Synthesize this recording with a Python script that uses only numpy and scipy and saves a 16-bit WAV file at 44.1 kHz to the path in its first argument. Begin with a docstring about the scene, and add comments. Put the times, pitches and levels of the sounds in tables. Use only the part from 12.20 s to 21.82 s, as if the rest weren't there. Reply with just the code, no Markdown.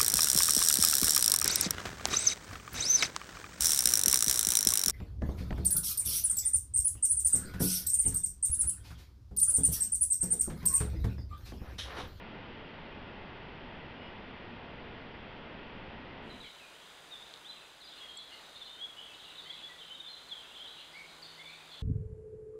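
"""Songbirds whistle quick gliding notes, near sines from the syrinx that ring on between the trunks.
A lower bird adds burry phrases; hoarse calls and a short trill come from farther off.
Dry litter ticks and a far engine drones faintly. Two trail cameras hear this forest:
first the dull night hiss of one, with a faint peep; at about 4 s it fades over into the
spring morning, with the brighter hiss and thin buzz of the other."""
import sys
import numpy as np
from scipy import signal
from scipy.fft import rfft, irfft
from scipy.io import wavfile
from scipy.ndimage import map_coordinates

SR = 44100
rng = np.random.default_rng(int(sys.argv[2]) if len(sys.argv) > 2 else 0)


def digitize_waveform(pressure):
    """Quantize a signal to 16-bit integers and store it at the path in sys.argv[1].

    Rows of a 2-D input are taken as channels; values are limited to [-1, 1].
    """
    field = np.atleast_2d(pressure).T
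    bounded = np.clip(field, -1, 1)
    quanta = np.round(bounded * 32767).astype(np.int16)
    wavfile.write(sys.argv[1], SR, quanta)


N = 424241
FADE_START_S, FADE_END_S = 4.015, 4.31

# clear notes: t/s, length/s, f/Hz, glide/Hz, level/dB
WHISTLES = [ (4.095, 0.031, 3980, -220, -46.5), (4.197, 0.033, 3860, -450, -50.5),
            (4.222, 0.071, 3170, -800, -51), (4.382, .1, 2500, -520, -56.5), (4.51, .065, 2910, 552, -59),
            (4.907, 0.065, 3610, -420, -45), (5.012, 0.032, 3600, 528, -51),
            (5.244, 0.038, 3520, 750, -46.5), (5.28, 0.039, 4030, 120, -46.5), (5.36, .03, 2680, -310, -57),
            (5.418, 0.0165, 2670, -470, -55), (5.637, .034, 4750, -330, -54),
            (5.671, .028, 4050, -520, -49.5), (5.772, 0.025, 4130, 0, -54),
            (5.801, 0.053, 3310, -120, -46.5), (5.878, 0.067, 3235, 40, -47.5),
            (5.956, 0.068, 3410, 206, -47), (5.97, .062, 4060, -700, -51.5), (6.105, 0.065, 2854, -40, -52),
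            (6.408, 0.029, 3530, -340, -43.5), (6.45, .028, 4100, 243, -49),
            (6.465, 0.027, 3020, -440, -53), (6.477, 0.078, 3637, 2, -49), (6.584, 0.029, 3120, -40, -49),
            (6.602, 0.07, 3350, 53, -40), (6.887, 0.048, 2630, -60, -54), (7.173, 0.043, 3660, -600, -45.5),
            (7.249, 0.043, 3110, 250, -50.5), (7.293, .028, 3334, 360, -40.5),
            (7.421, 0.057, 3437, 64, -43.5), (7.697, 0.041, 3070, 148, -45),
            (7.742, 0.022, 3740, -110, -46), (7.798, 0.019, 3680, -210, -42), (7.844, 0.053, 3565, 0, -47),
            (7.881, 0.047, 4150, 0, -46), (7.929, 0.027, 4020, -110, -47), (8.081, 0.028, 4080, -600, -51),
            (8.108, 0.035, 3370, -500, -40), (8.14, 0.086, 3170, -140, -52), (8.235, .034, 2660, -240, -56),
            (8.305, .03, 2840, 200, -54), (8.394, 0.045, 3240, 438, -44.5), (9.195, .035, 3470, 3, -49.5),
            (9.245, 0.043, 3505, 0, -49.5)]


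def whistler(easy_db=-49, arch_hz_per_db=11, loud_db=-39):
    """Nearest singer: effort arches loud notes upward; soft ones sag and blur more."""
    notes = []
    for start, length, hz, glide, db in WHISTLES:
        sound = note(length, hz, glide, db, rasp=.14, arch_hz=arch_hz_per_db * (db - easy_db))
        scattered = .22 + .012 * (loud_db - db)
        notes.append((start, sound, scattered))
    return song(notes, t60_s=1.04)


# hoarse notes: t/s, length/s, f/Hz, glide/Hz, level/dB
HOARSE_NOTES = [ (4.594, .073, 3350, 52, -58), (4.64, 0.045, 3700, -250, -59),
                (5.06, 0.03, 3710, 100, -52.5), (5.298, 0.039, 3380, -700, -49.5),
                (5.6, 0.051, 3770, -800, -50.5), (5.712, 0.03, 3580, 500, -48.5),
                (6.122, .052, 4300, -500, -54), (6.341, 0.052, 3620, 350, -47),
                (6.355, .019, 4085, -700, -48.5), (6.764, .055, 3080, 100, -46.5),
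                (6.805, .057, 3290, -280, -50), (7.322, 0.035, 3540, -650, -44.5),
                (7.375, 0.044, 3580, 600, -49.5), (7.585, 0.054, 3230, -950, -47),
                (7.752, .034, 3220, -350, -53), (8.338, .055, 3280, -680, -47),
                (8.433, 0.044, 3267, -350, -45.5), (8.47, 0.023, 3730, 370, -44.5),
                (8.579, 0.042, 4120, 143, -52.5), (8.591, 0.0566, 3350, 298, -52),
                (8.71, .11, 4410, -1100, -61), (8.871, 0.081, 3940, 0, -55),
                (9.021, 0.02, 4400, -1100, -44.5), (9.038, 0.033, 3690, -100, -50),
                (9.262, 0.055, 4120, -640, -55), (9.323, 0.046, 3700, 233, -50.5),
                (9.492, 0.073, 3430, -150, -49), (9.505, 0.062, 4030, -1150, -52)]


def hoarse_bird(rasp=.654, scattered=.64):
    """Rough notes, smeared by the trees on their longer path."""
    return song([(start, note(length, hz, glide, db, rasp), scattered)
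                 for start, length, hz, glide, db in HOARSE_NOTES], t60_s=1.34)


def trill(start_s=6.938, period_s=.0525, count=5, scattered=.64):
    """One steep downward sweep, repeated evenly."""
    sweeps = [note(length_s=.021, pitch_hz=3650, glide_hz=-1200, db=-48.5, rasp=.7) for _ in range(count)]
    return song([(start_s + k * period_s, sweep, scattered) for k, sweep in enumerate(sweeps)], t60_s=1.5)


# burry notes: t/s, length/s, f/Hz, glide/Hz, level/dB, burr/0-1
BURRY_NOTES = [ (4.224, .07, 2200, 60, -54, 0.6), (5.812, .075, 2000, -100, -62, 0.7),
               (6.105, 0.064, 2070, 70, -60, 0.5), (7.241, 0.12, 2030, 70, -58, 0.54),
               (7.482, 0.05, 1960, -60, -53, .1), (8.731, 0.055, 2190, 337, -51, .1),
               (8.754, 0.109, 2245, -62, -50.5, 0.24), (9.174, 0.06, 2130, 200, -52, 0.2),
               (9.222, .14, 2280, 219, -53.5, .8), (9.308, 0.024, 2430, -120, -50, 0.06),
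               (9.37, .085, 2490, -65, -60, .3)]


def low_bird(scattered=.24):
    """Lower voice whose notes break into a rough burr."""
    return song([(start, note(length, hz, glide, db, rasp=.15 + .7 * burr, burr=burr), scattered)
                 for start, length, hz, glide, db, burr in BURRY_NOTES], t60_s=.64)


# single thin call: t/s, length/s, f/Hz, glide/Hz, level/dB
CHIP = (5.9717, .007, 7550, -850, -46)


def chip(sag_hz=600):
    """Tiny high call that dips in pitch, close and dry."""
    out = np.zeros(N)
    start, length, hz, glide, db = CHIP
    add(out, start, note(length, hz, glide, db, arch_hz=-sag_hz))
    return out


# bouts of distant song: start/s, end/s, level at low_hz/dB
BOUTS = [(4.0, 4.25, -53), (5.65, 6.55, -55.5), (6.95, 8.6, -54), (9.0, 9.62, -57)]


def far_birds(low_hz=2800, high_hz=4350, max_glide_hz=650, shortest_s=.0326, longest_s=.068,
              lull_db=-68, treble_db=-5, scattered=.8, count=90):
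    """Birds deep in the wood: faint random glides that run together, louder in bouts."""
    notes = []
    for k, (when, stretch, height, slope) in enumerate(rng.random((count, 4))):
        start = FADE_START_S + (k + when) / count * (N / SR - FADE_START_S)
        length = shortest_s + stretch * (longest_s - shortest_s)
        hz = low_hz + height * (high_hz - low_hz)
        base_db = next((db for begin, end, db in BOUTS if begin <= start < end), lull_db)
        sound = note(length, hz, max_glide_hz * (2 * slope - 1), base_db + treble_db * height, rasp=.703)
        notes.append((start, sound, scattered))
    return song(notes, t60_s=.95)


# peep tones, a faint peep and a much fainter higher tone: t/s, length/s, f/Hz, level/dB
PEEP_TONES = [(1.775, .15, 2895, -57.5), (1.775, .15, 5105, -78.5)]


def night_peep():
    """Faint dry peep with a fluttering pitch."""
    out = np.zeros(N)
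    for start, length, hz, db in PEEP_TONES:
        add(out, start, note(length, hz, 0, db, rasp=.13, flutter_db=0))
    return out


def note(length_s, pitch_hz, glide_hz, db, rasp=0, burr=0, arch_hz=0, burr_hz=55, flutter_db=1.3):
    """Gliding near sine from the syrinx; rasp jitters pitch, burr shakes pitch and level together."""
    progress = np.linspace(0, 1, int(length_s * SR))
    off_centre = progress - .5
    glide = glide_hz * off_centre * (1 - .486 * off_centre)  # slows toward the end
    arc_hz = pitch_hz + glide - arch_hz * (2 * off_centre) ** 2
    shake = np.sin(2 * np.pi * burr_hz * length_s * progress)
    hz = arc_hz * (1 + .0673 * rasp * walk(327, len(progress)) + .055 * burr * shake)
    envelope = np.abs(np.sin(np.pi * progress)) ** .65
    tremolo = (1 + burr * shake) / np.sqrt(1 + burr ** 2 / 2)
    amplitude = np.sqrt(2) * undb(db + flutter_db * walk(160, len(progress)))
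    return amplitude * envelope * tremolo * np.sin(2 * np.pi * np.cumsum(hz) / SR)


def song(notes, t60_s):
    """Place notes (t/s, sound, scattered power share) in the wood; far singers arrive more scattered."""
    direct, sent = np.zeros(N), np.zeros(N)
    for start, sound, scattered in notes:
        add(direct, start, np.sqrt(1 - scattered) * sound)
        add(sent, start, np.sqrt(scattered) * sound)
    return direct + forest_scatter(sent, t60_s)


def forest_scatter(sound, t60_s, near_t60_s=.45, near_db=1, build_s=.0089):
    """Quick wash off the near trunks plus the long ring of the whole wood."""
    t = np.arange(int(1.5 * SR)) / SR
    decay = undb(-60 * t / t60_s) + undb(near_db - 60 * t / near_t60_s)
    response = rng.standard_normal(len(t)) * decay * (1 - np.exp(-t / build_s))
    return signal.fftconvolve(sound, response / np.linalg.norm(response))[:N]


# litter ticks: t/s, level/dB
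TICKS = [(5.078, -45), (5.1388, -31.5), (5.160, -45), (5.174, -43)]


def litter(ring_hz=3750, ring_s=.0014, crack_hz=6000, crack_db=-10):
    """Dry leaves and twigs snap in a few cycles, a brief bright crack on top."""
    out, t = np.zeros(N), np.arange(int(ring_s * SR)) / SR
    window = np.sin(np.pi * t / ring_s) ** 2
    ring = window * np.sin(2 * np.pi * ring_hz * t)
    crack = undb(crack_db) * window ** 10 * np.sin(2 * np.pi * crack_hz * t)
    for start, db in TICKS:
        add(out, start, undb(db) * (ring + crack))
    return out


# engine swells: peak t/s, 1/e half width/s, level/dB
ENGINE_SWELLS = [(7.4, 0.39, -78), (9.2, 0.45, -71)]


def engine(t, pitch_hz=162, idle_db=-80, octave_db=-11, hum_hz=58.5, hum_end_db=-78):
    """Far engine: its note wavers and swells over a slowly growing deep hum."""
    phase = 2 * np.pi * np.cumsum(pitch_hz * (1 + .0059 * walk(4, N))) / SR
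    swells = sum(undb(db) * np.exp(-((t - peak) / width) ** 2) for peak, width, db in ENGINE_SWELLS)
    drone = (undb(idle_db) + swells) * (np.sin(phase) + undb(octave_db) * np.sin(2 * phase))
    hum = undb(hum_end_db + 2 * walk(2.3, N)) * (t / t[-1]) * np.sin(2 * np.pi * hum_hz * t)
    return np.sqrt(2) * (drone + hum)


# night hiss spectrum: f/Hz, relative level/dB
NIGHT_SPECTRUM = [(15, 2.5), (30, 1.5), (130, 0.5), (400, -1.5), (700, -4.5), (1200, -8.5), (2600, -9.5),
                  (3300, -12), (3900, -22), (4800, -27), (5800, -40.5), (6600, -54.5), (7600, -67.5)]
# housing resonances: f/Hz, width/Hz, gain/dB
HOUSING_RESONANCES = [(227, 72, 3), (908, 110, 4), (1425, 33, 3.5), (1900, 83, 2.5), (2070, 110, 2.5),
                      (2220, 130, -2.5), (3000, 150, -0.5)]


def night_hiss(db=-46.5):
    """Dull hiss of the night camera, coloured by its housing."""
    return undb(db) * hiss(NIGHT_SPECTRUM, HOUSING_RESONANCES, band_hz=(0, SR / 2))


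# day hiss spectrum: f/Hz, relative level/dB
DAY_SPECTRUM = [(20, -9.5), (120, -7), (230, -4.5), (450, -1), (900, 0), (1500, -1.5), (2600, -4),
                (3800, -1), (4400, -9.5), (5100, -7), (6200, -13), (8500, -15.5), (10200, -18),
                (12200, -20.5), (15500, -28.5)]
# peaks and dips: f/Hz, width/Hz, gain/dB
DAY_RIPPLES = [(1457, 66, 2.5), (5430, 570, -4), (11020, 640, -6), (13000, 620, -4), (14000, 500, 2)]
# narrow notch: f/Hz, width/Hz, gain/dB
DAY_NOTCH = [(5490, 230, -13)]


def day_hiss(band_db=-59.5, waver_db=.64):
    """Brighter hiss of the day camera; the level wavers slightly."""
    gain = undb(band_db + waver_db * walk(6, N))
    return gain * hiss(DAY_SPECTRUM, DAY_RIPPLES + DAY_NOTCH, band_hz=(300, 1700))


def camera_buzz(frame_hz=59.1, db=-74, band_hz=(5900, 9600)):
    """The electronics leak a thin crackle that repeats at the frame rate."""
    period = int(SR / frame_hz)
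    burst = rng.standard_normal(period) * np.exp(-4.9 * np.arange(period) / period)
    bandpass = signal.butter(3, band_hz, "band", fs=SR, output="sos")
    buzz = signal.sosfilt(bandpass, np.resize(burst, N))
    return undb(db) * buzz / np.std(buzz)


def hiss(points, bumps, band_hz):
    """Noise with a broad colour and narrow peaks and dips; rms 1 inside the band."""
    f = np.arange(N // 2 + 1) * SR / N
    hz, db = np.transpose(points)
    colour_db = np.interp(np.log(f + 1), np.log(hz), db)
    for centre, width, bump_db in bumps:
        colour_db += bump_db * np.exp(-2 * ((f - centre) / width) ** 2)
    spectrum = rfft(rng.standard_normal(N)) * undb(colour_db)
    in_band = (f >= band_hz[0]) & (f <= band_hz[1])
    return irfft(spectrum, N) / np.std(irfft(spectrum * in_band, N))


def undb(db):
    """Decibels to gain."""
    return 10 ** (np.asarray(db) / 20)


def walk(rate_hz, size):
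    """Smooth random wander, spread near 1."""
    steps = np.arange(size) * rate_hz / SR
    points = rng.standard_normal(int(steps[-1]) + 3)
    return map_coordinates(points, [steps], order=3, mode="nearest")


def add(track, start_s, sound):
    """Mix a sound into a track in place."""
    i = int(start_s * SR)
    part = sound[:max(len(track) - i, 0)]
    track[i:i + len(part)] += part


def scene():
    """Equal-power cross-fade from night to morning; mono."""
    t = np.arange(N) / SR
    night = night_hiss() + night_peep()
    floor = day_hiss() + camera_buzz()
    birds = whistler() + hoarse_bird() + trill() + low_bird() + chip() + far_birds()
    day = birds + litter() + engine(t) + floor
    fade_rad = np.pi / 2 * np.clip((t - FADE_START_S) / (FADE_END_S - FADE_START_S), 0, 1)
    return (np.cos(fade_rad) * night + np.sin(fade_rad) * day)[None]


def record(dry):
    """The recorder cuts the top with a steep low-pass."""
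    top_hz = 15720
    return signal.sosfilt(signal.ellip(12, .1, 80, top_hz, fs=SR, output="sos"), dry)


dry = scene()
out = record(dry)
digitize_waveform(out)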